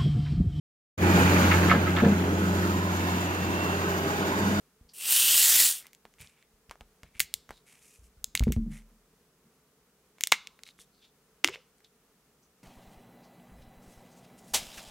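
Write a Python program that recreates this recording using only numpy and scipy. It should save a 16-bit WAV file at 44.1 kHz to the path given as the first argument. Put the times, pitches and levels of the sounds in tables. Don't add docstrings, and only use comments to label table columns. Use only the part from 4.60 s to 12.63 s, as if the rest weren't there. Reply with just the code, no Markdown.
import sys
import numpy as np
from scipy import signal
from scipy.fft import rfft, irfft
from scipy.io import wavfile
from scipy.ndimage import uniform_filter1d

SR = 44100
rng = np.random.default_rng(int(sys.argv[2]) if len(sys.argv) > 2 else 0)


def generate_wav(sig):
    pcm = np.round(np.clip(np.atleast_2d(sig).T, -1, 1) * 32767).astype(np.int16)
    wavfile.write(sys.argv[1], SR, pcm)


N = 354123

# (frequency [Hz], density [dB per Hz])
AIR_SPECTRUM = [(15, -38.5), (25, -10), (72, -8.5), (102, -23.5), (137, -7.5), (263, -9.5), (326, -15),
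                (439, -3.5), (489, -13), (818, -15), (1230, -15), (1700, -18), (3820, -23.5), (6380, -22),
                (16000, -25.5)]
# (frequency [Hz], width [Hz], gain [dB])
HUSH_RESONANCES = [(174, 210, 3.5), (483, 19, 3), (1310, 190, -11)]
# (frequency [Hz], density [dB per Hz])
CHANNEL_SPECTRUM = [(15, -32.5), (25, -5), (175, -6), (309, -5.5), (2410, -2.5), (14800, -3),
                    (16000, -11.5)]
AIR_DB, CHANNEL_DB = -68, -74.5

# (frequency [Hz], t60 [s])
ROOM_DECAY = [(250, 0.4), (1000, 0.62), (2000, 0.33), (4000, 0.41), (7000, 0.31), (10000, 0.18),
              (15000, 0.18)]

# (frequency [Hz], level [dB], t60 [s])
TABLE_MODES = [(39, -3, 1.0), (58, 0, .38), (80, -2, .2), (110, -3, .12), (150, -5, .25), (200, -6, .3),
               (221, -3, .38), (290, -10, .22), (350, -7, .2), (409, -5, .2), (450, -6, .16)]
# (time [s], peak [dB], favoured pitch [Hz], selectivity [dB per octave squared])
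TABLE_BUMPS = [(.211, -44, 90.5, 5.5), (.249, -53.5, 69, 0.5), (1.452, -51, 62, -2), (1.603, -45, 107, 24),
               (1.937, -56, 44, 1.1), (2.091, -46, 66, 2), (2.21, -42, 57, 1.3), (2.432, -42.5, 103, 10.5),
               (2.554, -47.5, 91, 6), (2.602, -43, 101, 15.5), (2.747, -54, 78, 18), (2.897, -44, 60, 1),
               (3.388, -49, 68.6, 30), (3.441, -56, 60, 16), (3.571, -49, 52, 21), (3.677, -51, 126, 4),
               (3.748, -37.5, 119, 9), (3.806, -14.5, 90, 6.5), (3.822, -12.5, 63, 5), (3.87, -13, 203, 7),
               (3.888, -16.5, 80, 7), (3.904, -18, 158, 5), (3.965, -15.5, 111, 10.5),
               (3.974, -17.5, 88.2, 4), (3.975, -26, 39, 19), (3.983, -27.5, 220, 37),
               (4.063, -30.5, 199, 29), (4.11, -38, 149, 21.5), (4.314, -57, 199, 26),
               (4.854, -59, 207, 18), (5.722, -42.5, 392, 5.5), (6.88, -50, 110, 18)]
RING_SHARE, RING_SHARE_PER_DB = 0.26, 0.0231

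# (start [s], rise [s], hold [s], fade [s], level [dB],
# wall resonance [Hz], treble relative to wall [dB])
FINGER_SLIDES = [(0.284, .008, 0.02, 0.025, -62, 4670, -20), (1.201, 0.0047, 0.053, 0.065, -60, 2070, -12),
                 (1.584, 0.015, 0.015, 0.13, -55, 2350, -2.5), (1.72, .02, 0.096, .04, -71.5, 2320, -10),
                 (2.45, .004, 0.021, 0.073, -68, 2240, -13), (2.534, 0.013, 0.037, 0.013, -61.5, 2280, -8),
                 (2.921, .004, .06, .04, -66, 3890, -8.5), (3.053, 0.022, 0.024, 0.24, -62, 2310, 0.5),
                 (3.196, 0.03, 0.13, .08, -69, 2450, 7.5), (3.415, 0.03, .01, 0.046, -73.5, 2480, 9.5),
                 (4.093, 0.029, 0.054, .06, -59, 2090, -2), (6.051, 0.0044, 0.051, .02, -57.5, 3900, -8),
                 (6.179, .02, 0.012, 0.039, -57.5, 3480, 3), (6.31, .035, 0.052, .03, -73.5, 4330, -19),
                 (6.4, 0.032, .025, .055, -62, 3550, -20), (6.915, 0.016, 0.014, 0.029, -44, 2660, -27),
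                 (7.241, 0.0028, .006, 0.039, -63, 3540, -18.5),
                 (7.818, 0.0075, .01, .05, -70, 6100, -18.5)]
SLIDE_EDGE_DB = -20

# (time [s], peak [dB], centre [Hz])
FINGER_TAPS = [(1.257, -46.5, 1320), (1.585, -47, 1500), (1.453, -35, 797), (2.096, -39, 816),
               (2.111, -26, 1100), (2.156, -42.5, 743), (2.209, -33, 778), (2.433, -32.5, 767),
               (2.892, -32, 1300), (2.907, -26.5, 830), (3.807, -33, 980), (3.826, -30, 762),
               (3.88, -33.5, 743), (3.888, -40, 720), (3.9, -44, 746), (3.963, -40.5, 977),
               (5.991, -44, 1560), (7.205, -49, 1614)]
TAP_ABOVE_DB, TAP_BELOW_DB = -7, 4
TAP_MS, TAP_RATTLE_DB = .55, -27
TAP_CAP_SHARE = .2

# (time [s], level [dB])
CAP_KNOCKS = [(6.844, -34), (6.888, -45), (6.957, -55.5)]
NECK_S, NECK_LENGTH_S, NECK_T60_S = 6.846, .17, 0.13
NECK_SHUT_HZ, NECK_OPEN_HZ = 317, 520
NECK_LIFT_S, NECK_GLIDE_S = .065, 0.018

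# (time [s], peak [dB], centre [Hz],
# slope above it [dB per octave], slope below it [dB per octave])
CAP_CRACKS = [(0.411, -27, 2820, -5, 6), (1.268, -29.5, 2280, 0, 9), (1.332, -32.5, 2090, -1, 11),
              (1.349, -35.5, 2150, -1.5, 4), (1.612, -28, 2630, 5, 0), (1.539, -50, 3000, -11.5, 7),
              (1.64, -48, 5500, 1, 6), (1.673, -40, 3420, -14, 18), (1.826, -46.5, 3014, -13.5, 8),
              (2.552, -46, 2400, -21, 10.1), (2.596, -8.5, 2190, 3.5, 12), (2.603, 2, 2013, 0, 15),
              (2.74, -5, 3770, -2, 14), (3.643, -8, 5280, -5, 9.5), (3.752, -4.5, 2150, -3, 7.5),
              (3.775, -15, 4280, -14, 9.5), (3.795, -14.5, 3300, -3.5, 13), (3.837, -19, 2250, -3, 9),
              (3.922, -16.5, 2040, -2.2, 16.5), (5.584, -42, 2147, -7, 3), (5.609, -12.5, 2150, -1.5, 12.5),
              (5.637, -3, 3200, -5, 14), (5.672, -8.5, 3240, -3.5, 8.5), (5.7195, -0.5, 3000, -0.5, 0),
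              (5.722, 3.8, 2030, -8.5, 15.5), (5.722, -4.5, 1050, -12, 9), (5.872, -23.5, 3480, -11, 9.5),
              (6.035, -29, 4390, -11.5, 10.5), (6.066, -38, 2270, -9, 9), (6.076, -38.5, 2280, -4.5, 7),
              (6.089, -34, 4250, -16, 3), (6.19, -42, 3680, -6.5, -8), (6.841, -20.5, 2980, -10, 4.5),
              (6.845, 3, 2930, -7.5, 4.5), (6.8755, -10.5, 3560, -9.5, 1), (6.886, -21.5, 1910, -11, 2),
              (6.894, -33, 3620, -9, 10), (6.9485, -33, 3500, -21, 6), (6.9578, -31, 2000, -11, 1),
              (7.183, -51, 4130, -5, 12), (7.246, -45, 3640, -17.5, 13)]
# (frequency [Hz], width [Hz], gain [dB])
CAP_RESONANCES = [(2170, 200, 6.5), (2800, 300, -4.5), (3560, 470, -12.5), (6900, 1800, 2)]
CRACK_MS, CRACK_RATTLE_DB, RATTLE_S = .6, -29, 0.013
RATTLE_HZ, RATTLE_DB_PER_OCTAVE = 2050, -13
THINNING_DB = 0.2

# (time [s], level [dB], gap opening [0-1])
JET_COURSE = [(0.335, -53, 0.2), (0.409, -39, 0.14), (0.521, -21, 0.44), (0.667, -21.5, 0.2),
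              (0.795, -19, 0.61), (0.905, -20, 0.97), (1.017, -18, 1), (1.089, -23, 0.77),
              (1.201, -46, 0.2), (1.3, -87, 1)]
# (frequency [Hz], density [dB per Hz])
NARROW_SPECTRUM = [(35, -61), (60, -34), (346, -26), (607, -21), (732, -20.5), (1950, -13), (2140, -17.5),
                   (2650, -1.5), (3120, 0.5), (3850, -3.5), (6280, -7), (8920, -3), (11300, -5.5),
                   (13300, -2.5), (16000, -9)]
WIDE_SPECTRUM = [(35, -59), (60, -25.5), (168, -27), (363, -24), (398, -31.5), (651, -24), (1200, -20.5),
                 (1910, -14), (2580, -12), (3940, -7), (6280, -6), (7570, -5), (11500, -7), (14200, -4),
                 (16000, -10)]
THREAD_LOW_HZ, THREAD_UPPER_HZ, THREAD_HIGH_HZ = 2950, 9900, 13000
THREAD_HIGH_CLIMB_HZ = 1400
THREAD_NARROW_HZ, THREAD_WIDE_HZ = 9050, 7750

SHELF_HZ, EDGE_HZ = 15850, 16900


def gain_of(db):
    return 10 ** (np.asarray(db) / 20)


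def evened(x):
    return x / np.sqrt(np.mean(x ** 2) + 1e-20)


def read(points, hz):
    f, value = np.transpose(points)
    return np.interp(np.log(hz + 1), np.log(f + 1), value)


def add(mix, s, sound):
    part = mix[round(s * SR):][:len(sound)]
    part += sound[:len(part)]


def resonate(x, hz, width):
    turn = np.exp(2j * np.pi * np.cumsum(hz * np.ones(len(x))) / SR)
    r = np.exp(-np.pi * width / SR)
    smoothed = signal.lfilter([1 - r], [1, -r], x / turn + 1e-18)
    return 2 * (turn * smoothed).real


def noise(spectrum, count):
    white = rfft(rng.standard_normal(count))
    colour_db = read(spectrum, np.fft.rfftfreq(count, 1 / SR))
    return evened(irfft(white * gain_of(colour_db), count))


def rings(modes, count):
    t = np.arange(count) / SR
    return sum(gain_of(db - 60 * t / t60) * np.sin(2 * np.pi * hz * t) for hz, db, t60 in modes)


def played(rows):
    s, *columns = np.transpose(rows)
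    t = np.arange(s[0], s[-1], 1 / SR)
    return s[0], [np.interp(t, s, c) for c in columns]


def hush():
    air = noise(AIR_SPECTRUM, count=N)
    air += sum(0.56 * gain_of(db) * resonate(air, hz, width + 15) for hz, width, db in HUSH_RESONANCES)
    waver = evened(uniform_filter1d(rng.standard_normal(N), size=5000))
    apart = gain_of(CHANNEL_DB) * noise(CHANNEL_SPECTRUM, count=N)
    return gain_of(AIR_DB + .6 * waver) * evened(air) + np.array([apart, -apart])


def room(x):
    echoes = np.zeros(SR // 2)
    at = np.arange(150, len(echoes) - 20, 20)
    at = at + rng.integers(0, 20, len(at))
    echoes[at] = rng.choice([-1., 1.], len(at))
    hz, t, z = signal.stft(echoes, SR, nperseg=256)
    decay = gain_of(-60 * t / read(ROOM_DECAY, hz)[:, None])
    tail = signal.istft(z * decay, SR, nperseg=256)[1]
    tail = signal.lfilter(*signal.butter(2, 1300, "high", fs=SR), tail)
    return signal.fftconvolve(x, tail / np.linalg.norm(tail))[:N]


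def bumps():
    out = np.zeros(N)
    t = np.arange(SR * 3 // 4) / SR
    for s, db, spot_hz, choosy_db in TABLE_BUMPS:
        purity = abs(choosy_db)
        share = RING_SHARE + RING_SHARE_PER_DB * purity
        modes = [(hz, d - choosy_db * np.log2(hz / spot_hz) ** 2, t60 * share)
                 for hz, d, t60 in TABLE_MODES]
        push_s = .0018 + 0.00014 * purity
        swell = 1.5 + 0.4 * np.exp(-purity / 9) - np.exp(-(t / push_s) ** 2)
        sound = swell * rings(modes, count=len(t))
        add(out, s, gain_of(db) * sound / abs(sound).max())
    return signal.lfilter(*signal.butter(2, 650, fs=SR), out)


def slides():
    out = np.zeros(N)
    t = np.arange(SR // 2) / SR
    for s, rise, hold, fade, level_db, wall_hz, treble_db in FINGER_SLIDES:
        grains = rng.standard_normal((3, len(t)))
        corners = np.cumsum([0, rise, hold, fade])
        db = level_db + SLIDE_EDGE_DB * np.interp(t, corners, [1, 0, 0, 1])
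        stutter = gain_of(2.9 * evened(uniform_filter1d(grains[0], size=120)))
        wide = resonate(resonate(grains[1], wall_hz, 3200), wall_hz, 2800)
        wall = wide + 1.8 * resonate(wide, wall_hz, 300)
        rustle = signal.lfilter(*signal.butter(2, [5500, 11000], "band", fs=SR), grains[2])
        sound = evened(wall) + gain_of(treble_db) * evened(rustle)
        add(out, s, gain_of(db) * evened(stutter) * sound * (t < corners[-1]))
    return out


def neck():
    t = np.arange(0, NECK_LENGTH_S, 1 / SR)
    opening = 1 / (1 + np.exp((NECK_LIFT_S - t) / NECK_GLIDE_S))
    hz = NECK_SHUT_HZ + (NECK_OPEN_HZ - NECK_SHUT_HZ) * opening
    level = np.zeros(len(t))
    for s, db in CAP_KNOCKS:
        since = np.maximum(t + NECK_S - s, 0)
        level += gain_of(db - 60 * since / NECK_T60_S) * np.minimum(since * 500, 1)
    puff = rng.standard_normal(len(t))
    breath = evened(resonate(resonate(puff, hz, 90), hz, 90))
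    note = np.sin(2 * np.pi * np.cumsum(hz) / SR) + 1.2 * breath
    out = np.zeros(N)
    add(out, NECK_S, level * note)
    return out


def snap(centre_hz, above_db, below_db, ms, rattle_db, cap_share):
    t = np.arange(4096) / SR
    u = t * 1000 / ms
    splinters = u * np.exp(-2 * u)
    rattle = gain_of(rattle_db) * np.exp(-t / RATTLE_S)
    burst = rng.standard_normal(len(t)) * (splinters + rattle)
    burst[round(ms * SR / 2000)] += 1.3
    octaves = np.log2((np.fft.rfftfreq(len(t), 1 / SR) + 1) / centre_hz)
    colour_db = np.where(octaves > 0, above_db, below_db - THINNING_DB * octaves) * octaves
    cepstrum = irfft(np.log(gain_of(colour_db) + 1e-4))
    cepstrum[1:len(t) // 2] *= 2
    cepstrum[len(t) // 2 + 1:] = 0
    tick = irfft(rfft(burst) * np.exp(rfft(cepstrum)))
    tick += cap_share * sum(gain_of(db) * resonate(tick, hz, width) for hz, width, db in CAP_RESONANCES)
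    return tick / abs(tick).max()


def taps():
    out = np.zeros(N)
    for s, db, centre_hz in FINGER_TAPS:
        tick = snap(centre_hz, TAP_ABOVE_DB, TAP_BELOW_DB, TAP_MS, TAP_RATTLE_DB, TAP_CAP_SHARE)
        add(out, s, gain_of(db) * tick)
    return out


def cracks():
    out = np.zeros(N)
    for s, db, centre_hz, above_db, below_db in CAP_CRACKS:
        distance = abs(np.log2(centre_hz / RATTLE_HZ))
        rattle_db = CRACK_RATTLE_DB + RATTLE_DB_PER_OCTAVE * distance
        add(out, s, gain_of(db) * snap(centre_hz, above_db, below_db, CRACK_MS, rattle_db, cap_share=1))
    return out


def jet():
    s, (db, gap) = played(JET_COURSE)
    n = len(db)
    gas = np.sqrt(1 - gap) * noise(NARROW_SPECTRUM, count=n)
    gas += np.sqrt(gap) * noise(WIDE_SPECTRUM, count=n)
    middle_hz = THREAD_NARROW_HZ + (THREAD_WIDE_HZ - THREAD_NARROW_HZ) * gap
    high_hz = THREAD_HIGH_HZ + THREAD_HIGH_CLIMB_HZ * gap
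    thread = 0.51 * (1 - gap) ** 2 * resonate(gas, THREAD_LOW_HZ, 700)
    thread += 0.64 * resonate(gas, middle_hz, 1100)
    thread += 0.19 * resonate(gas, high_hz, 1500)
    thread += .6 * resonate(gas, THREAD_UPPER_HZ, 900)
    gas += thread
    gas += 0.57 * gap * resonate(gas, 1900, 300)
    z = signal.stft(gas, nperseg=512)[2]
    patches = uniform_filter1d(rng.standard_normal(z.shape), size=11, axis=0)
    patches = uniform_filter1d(patches, size=15, axis=1)
    gas = signal.istft(z * gain_of(1.5 * evened(patches)), nperseg=512)[1][:n]
    steady = gas / np.sqrt(uniform_filter1d(gas ** 2, size=3000))
    sputter = evened(uniform_filter1d(rng.standard_normal(n), size=60))
    out = np.zeros(N)
    add(out, s, steady * gain_of(db + 1.6 * sputter))
    return out


def scene():
    bottle = jet() + cracks() + taps() + slides()
    echoes = gain_of(-24) * room(bottle)
    return bottle + echoes + neck() + bumps() + hush()


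def record(dry):
    cut = signal.lfilter(*signal.butter(2, 36, "high", fs=SR), dry)
    rounded = cut / (1 + abs(cut / .95) ** 4) ** .25
    shelf, edge = (signal.firwin(511, hz, window=("kaiser", 14), fs=SR) for hz in (SHELF_HZ, EDGE_HZ))
    stepped = shelf + gain_of(-34) * (edge - shelf)
    return signal.oaconvolve(rounded, stepped[None], "same")


dry = scene()
out = record(dry)
generate_wav(out)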